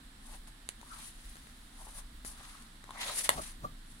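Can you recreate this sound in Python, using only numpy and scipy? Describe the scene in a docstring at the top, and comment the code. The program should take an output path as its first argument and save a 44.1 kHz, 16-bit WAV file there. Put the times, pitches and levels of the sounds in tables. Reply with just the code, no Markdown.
"""A fine, gritty hiss of sliding paper comes first, over a faint hum, microphone hiss and low rumble.
Two pages of a large glossy book are turned on a table in a quiet room, close to the microphone.
Fingers and sheets rub in thousands of tiny slips, fingertips tap, and the paper snaps as it buckles.
The second page whips tight with a slap, then flops down on a cushion of air."""
import sys
import numpy as np
from scipy import signal
from scipy.fft import rfft, irfft, next_fast_len
from scipy.io import wavfile
from scipy.ndimage import uniform_filter1d

SR = 44100
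rng = np.random.default_rng(int(sys.argv[2]) if len(sys.argv) > 2 else 0)


def materialize(psi):
    """Save the field psi as 16-bit PCM at rate SR to the path in sys.argv[1].

    A 1-D psi becomes a single channel; in a 2-D psi each row is a channel.
    """
    bounded = np.clip(np.atleast_2d(psi).T, -1, 1)
    quanta = np.round(bounded * 32767).astype(np.int16)
    wavfile.write(sys.argv[1], SR, quanta)


N = 176400
TIME = np.arange(N) / SR
SLIDE_PAN_DB, SNAP_LEAD_MS = 3.5, 0.2934
# tone colour of cracking paper: pitch_hz, level_db
CRACK_COLOUR = [(700, -9), (1800, 5.5), (2450, -6.5), (3900, 3), (5300, -14), (7000, -3), (9900, 3),
                (12200, -13)]


def from_db(db):
    """Turn decibels into a number to multiply by."""
    return 10 ** (np.asarray(db) / 20)


def rms_one(x):
    """Scale a signal so its average strength (rms) is 1."""
    return x / np.sqrt(np.mean(x ** 2) + 1e-20)


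def coloured(x, colour):
    """Give a sound a tone colour: a curve through (pitch_hz, level_db) points."""
    size = next_fast_len(N + SR // 2, real=True)
    hz, db = np.transpose(colour)
    octave = np.log2(np.maximum(np.arange(size // 2 + 1) * SR / size, 1))
    octaves_below = np.maximum(np.log2(hz[0]) - octave, 0)
    gain = from_db(np.interp(octave, np.log2(hz), db) - 10 * octaves_below)
    # make the filter ring after a hit, never before it
    cepstrum = irfft(np.log(rms_one(gain)), size)
    cepstrum[1:size // 2] *= 2
    cepstrum[size // 2 + 1:] = 0
    return irfft(rfft(x, size) * np.exp(rfft(cepstrum)), size)[..., :N]


def drift(hz):
    """A smooth random wobble, quicker for higher hz."""
    pole = np.exp(-2 * np.pi * hz / SR)
    return rms_one(signal.lfilter([1], [1, -2 * pole, pole * pole], rng.standard_normal(N + SR))[SR:])


def swell(peak_s, rise_s, fall_s):
    """A bell-shaped rise and fall in loudness."""
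    distance = (TIME - peak_s) / np.where(TIME < peak_s, rise_s, fall_s)
    return np.exp(-.5 * np.minimum(distance ** 2, 60))


def burst(start_s, hold_s, rise_s=0.00068, decay_s=0.00074):
    """The loudness of a crack: jump up, hold, die away fast."""
    attack = np.clip((TIME - start_s) / rise_s + 1, 0, 1)
    return attack * np.exp(-np.clip((TIME - start_s - hold_s) / decay_s, 0, 20))


def click(start_s):
    """A push one sample long."""
    return 1. * (np.arange(N) == int(start_s * SR))


def panned(db):
    """Left and right gains; positive db leans left."""
    return rms_one(from_db([[db / 2], [-db / 2]]))


def two_ears(x, lead_ms):
    """The sound reaches the left ear a little earlier."""
    half_s = lead_ms / 2000
    return np.array([np.interp(TIME + half_s, TIME, x), np.interp(TIME - half_s, TIME, x)])


def background(rumble_db=-56, hum_db=-61, hiss_db=-59):
    """Handling rumble and room hum sit in the middle, with microphone hiss around them."""
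    # the rumble swells as the hands move: peak_s, half_width_s, level_db
    hand_moves = [(0.369, 0.075, -52), (1.26, 0.05, -51), (2.052, 0.21, -54), (3.66, 0.16, -52)]
    # tone colours of the three layers: pitch_hz, level_db
    rumble_colour = [(22, -4), (28, 10.5), (36, -7), (47, -4), (65, -13.5), (120, -51.5)]
    hum_colour = [(40, 0.5), (70, -6), (130, -1.5), (185, -5), (232, 2), (300, -6), (430, -21.5),
                  (900, -51)]
    hiss_colour = [(450, -2), (1800, 4), (2450, -3), (3800, 2.5), (6300, -10), (8000, -3), (10500, -4),
                   (12500, -13.5), (15500, -19.5)]
    rumble = coloured(rng.standard_normal(N), rumble_colour)
    rumble /= np.sqrt(uniform_filter1d(rumble ** 2, size=6000))  # even out its loudness
    rumble *= from_db(rumble_db) + sum(from_db(db) * swell(s, width, width) for s, width, db in hand_moves)
    hum = from_db(hum_db) * coloured(rng.standard_normal(N), hum_colour)
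    hiss = from_db(hiss_db) * panned(-3.5) * coloured(rng.standard_normal((2, N)), hiss_colour)
    return rumble + hum + hiss


def friction(slips_per_s=9000, judder_db=2.5, judder_hz=41.7):
    """Rubbing paper makes tiny, uneven slips in shaky clumps; each ear gets its own."""
    sizes = from_db(-np.minimum(rng.exponential(1, (2, N)), 5))
    slips = (rng.random((2, N)) < slips_per_s / SR) * sizes * rng.choice([-1, 1], (2, N))
    return rms_one(slips * from_db(judder_db * drift(judder_hz)))


def slides(crinkles_per_s=38, crinkle_db=13, sheet_q=2.2):
    """Rubbing and stray crinkles make the bent sheet ring, with a rough rasp and a fine sizzle."""
    # sliding strokes: peak_s, rise_s, fall_s, pitch_hz, ring_db, rasp_db, sizzle_db
    strokes = [(0.346, 0.068, 0.022, 820, -58.5, -59, -54.5), (.474, .0011, 0.011, 970, -56.5, -56.5, -50),
               (0.999, 0.11, 0.052, 1130, -58.5, -57.5, -55.5),
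               (1.03, 0.027, 0.056, 3000, -60, -64.5, -53.5), (1.27, 0.15, 0.27, 1320, -73.5, -62.5, -61.5),
               (1.87, 0.077, .075, 850, -58, -62.5, -56), (1.99, 0.025, 0.015, 1000, -58, -55.5, -49.5),
               (2.251, .0023, 0.05, 910, -61, -55, -45.5), (2.47, 0.1, .14, 1210, -59.5, -57, -59),
               (3.02, 0.083, .15, 950, -51.5, -54, -62), (3.024, .022, 0.015, 2980, -44, -44.5, -47.5),
               (3.076, 0.023, 0.048, 700, -50.5, -43.5, -44), (3.182, 0.02, .033, 590, -53.5, -42, -34.5),
               (3.252, 0.0097, 0.014, 700, -59.5, -39.5, -36), (3.311, 0.012, .06, 820, -46, -47.5, -50),
               (3.469, 0.093, .042, 1210, -62, -51, -49.5), (3.92, .045, 0.17, 1200, -78, -71, -62.5)]
    # tone colours of the sliding: pitch_hz, level_db
    rasp_colour = [(400, -9.5), (1600, -1), (2000, 4), (2400, 1), (3200, 1.5), (4100, 2.5), (5300, -2.5),
                   (7000, -2.5), (12000, -16.5)]
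    sizzle_colour = [(2000, -44), (4500, -6), (7500, -3), (9600, 6.5), (10700, 3.5), (12500, -12),
                     (15500, -18)]
    crinkles = from_db(crinkle_db) * (rng.random(N) < crinkles_per_s / SR) * rng.standard_normal(N)
    slips = two_ears(friction()[0] + crinkles, lead_ms=0.15) + .5 * friction()
    rasp = panned(-4.5) * coloured(friction() + crinkles, rasp_colour)
    sizzle = coloured(friction() + crinkles, sizzle_colour)
    width = 1 + 1 / (2 * sheet_q)  # a higher q rings in a narrower band
    out = np.zeros((2, N))
    for peak_s, rise_s, fall_s, hz, ring_db, rasp_db, sizzle_db in strokes:
        narrow = signal.butter(1, [hz / width, hz * width], "band", fs=SR, output="sos")
        wide = signal.butter(2, [hz / 2, hz * 2], "band", fs=SR, output="sos")
        ring = rms_one(signal.sosfilt(wide, signal.sosfilt(narrow, slips)))
        mix = from_db(ring_db) * ring + from_db(rasp_db) * rasp + from_db(sizzle_db) * sizzle
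        out += panned(SLIDE_PAN_DB) * swell(peak_s, rise_s, fall_s) * mix
    return out


def snaps():
    """Each time the sheet buckles it gives one hollow knock and a very short burst of cracks."""
    # the sheet buckles: start_s, crack_db, knock_db, pan_db
    buckles = [(.6899, -22, -20.5, -3), (.8145, -42.5, -30, 12), (1.3565, -42, -30.5, 7),
               (1.369, -41.5, -32, 6), (1.4712, -55, -31, 7), (2.249, -37.5, -20.5, 6),
               (2.623, -43.5, -37, -5), (2.8415, -43, -26, 18), (2.9079, -38, -26, 0),
               (3.099, -40, -25, -1)]
    # tone colour of the knock: pitch_hz, level_db
    knock_colour = [(120, 0.5), (640, -2), (900, -7), (2000, 0), (2900, -16)]
    cracks, knocks = np.zeros((2, N)), np.zeros((2, N))
    grains = rng.choice([-1., 1.], N)
    for start_s, crack_db, knock_db, pan_db in buckles:
        cracks += from_db(crack_db) * panned(pan_db) * two_ears(grains * burst(start_s, 0), SNAP_LEAD_MS)
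        knocks += from_db(knock_db) * panned(pan_db) * two_ears(click(start_s), SNAP_LEAD_MS)
    return coloured(cracks, CRACK_COLOUR) + coloured(knocks, knock_colour)


def taps(ring_s=0.019, pan_db=6.5):
    """A fingertip sets the sheet ringing for a moment."""
    # fingertip taps: start_s, level_db, pitch_hz
    touches = [(0.83, -42, 940), (1.869, -42.5, 870), (2.408, -45.5, 775), (2.892, -36.5, 1020),
               (2.907, -34.5, 1060), (3.097, -31, 1230)]
    out = np.zeros((2, N))
    for start_s, db, hz in touches:
        age = np.clip(TIME - start_s, 0, 2 * ring_s)
        out += panned(pan_db) * from_db(db - 60 * age / ring_s) * np.sin(2 * np.pi * hz * age)
    return out


def rubs(ring_q=6.8):
    """Rubbing keeps the sheet ringing on one rough note while its pitch glides."""
    # ringing rubs: peak_s, rise_s, fall_s, pitch_at_peak_hz, glide_octaves_per_s, level_db
    notes = [(.92, 0.0098, 0.027, 1333, -2, -51), (2.996, .022, 0.062, 2045, -1, -46.5),
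             (3.091, 0.028, 0.039, 3740, 2.5, -46)]
    out = 0
    for peak_s, rise_s, fall_s, hz, glide, db in notes:
        pitch_hz = hz * 2 ** (glide * np.clip(TIME - peak_s, -2 * rise_s, 2 * fall_s))
        phase = 2 * np.pi * np.cumsum(pitch_hz) / SR
        waver = signal.sosfilt(signal.butter(2, hz / (2 * ring_q), fs=SR, output="sos"), friction())
        out += from_db(db) * swell(peak_s, rise_s, fall_s) * rms_one(waver * np.cos(phase))
    return panned(SLIDE_PAN_DB) * out


def slap(start_s=3.2916, crackle_db=-18.5, thwack_db=3, echo_s=.0105, echo_db=-15):
    """The second page whips tight with a crackle and a thwack, followed by one quick, quieter echo."""
    # tone colour of the hollow thwack: pitch_hz, level_db
    thwack_colour = [(150, -26.5), (610, 2), (780, -7), (1040, 6), (1550, -6), (2000, 4), (2900, -25.5)]
    crackle = coloured(friction() * burst(start_s, hold_s=0.0022), CRACK_COLOUR)
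    thwack = two_ears(coloured(click(start_s), thwack_colour), SNAP_LEAD_MS)
    hit = from_db(crackle_db) * crackle + from_db(thwack_db) * panned(SLIDE_PAN_DB) * thwack
    return hit + from_db(echo_db) * np.roll(hit, int(echo_s * SR), axis=1)


def flops(puff_stretch=2.45, pan_db=1.5):
    """The landing sheet gives a hollow flap and pushes out a longer, low puff of air."""
    # the page settles: peak_s, rise_s, fall_s, flap_db, puff_db
    landings = [(3.305, 0.0045, 0.019, -45.5, -49), (3.389, 0.0092, 0.0094, -38.5, -46),
                (3.652, 0.0059, 0.0036, -37, -47.5), (3.66, 0.025, 0.026, -57, -57.5)]
    # tone colours of the flap and the puff: pitch_hz, level_db
    flap_colour = [(250, -10.5), (560, 8), (700, 8.5), (900, -2.5), (1120, 9), (1300, 12), (1600, -33),
                   (4000, -44)]
    puff_colour = [(25, -7), (50, 6), (250, 1.5), (800, -25)]
    flap_noise = coloured(rng.standard_normal(N), flap_colour)
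    puff_noise = coloured(rng.standard_normal(N), puff_colour)
    out = 0
    for peak_s, rise_s, fall_s, flap_db, puff_db in landings:
        flap = from_db(flap_db) * flap_noise * swell(peak_s, rise_s, fall_s)
        puff = from_db(puff_db) * puff_noise * swell(peak_s, puff_stretch * rise_s, puff_stretch * fall_s)
        out += two_ears(flap + puff, lead_ms=0.33)
    return panned(pan_db) * out


def room(x, level_db=-10.5, fade_s=0.13, delay_s=0.0029):
    """The table and walls send back a short blur of echoes."""
    age = TIME[:SR // 2]
    tail = rng.standard_normal((2, len(age))) * from_db(-60 * age / fade_s) * (age > delay_s)
    tail /= np.sqrt(np.sum(tail ** 2, axis=1, keepdims=True))
    return from_db(level_db) * signal.fftconvolve(x, tail, axes=1)[:, :N]


def scene():
    """The paper and its echoes over the quiet background."""
    paper = slides() + rubs() + snaps() + slap() + taps() + flops()
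    return paper + room(paper) + background()


def record(dry, cutoff_hz=15750):
    """Cut away the very highest treble."""
    return signal.sosfilt(signal.ellip(10, .1, 70, cutoff_hz, fs=SR, output="sos"), dry)


dry = scene()
out = record(dry)
materialize(out)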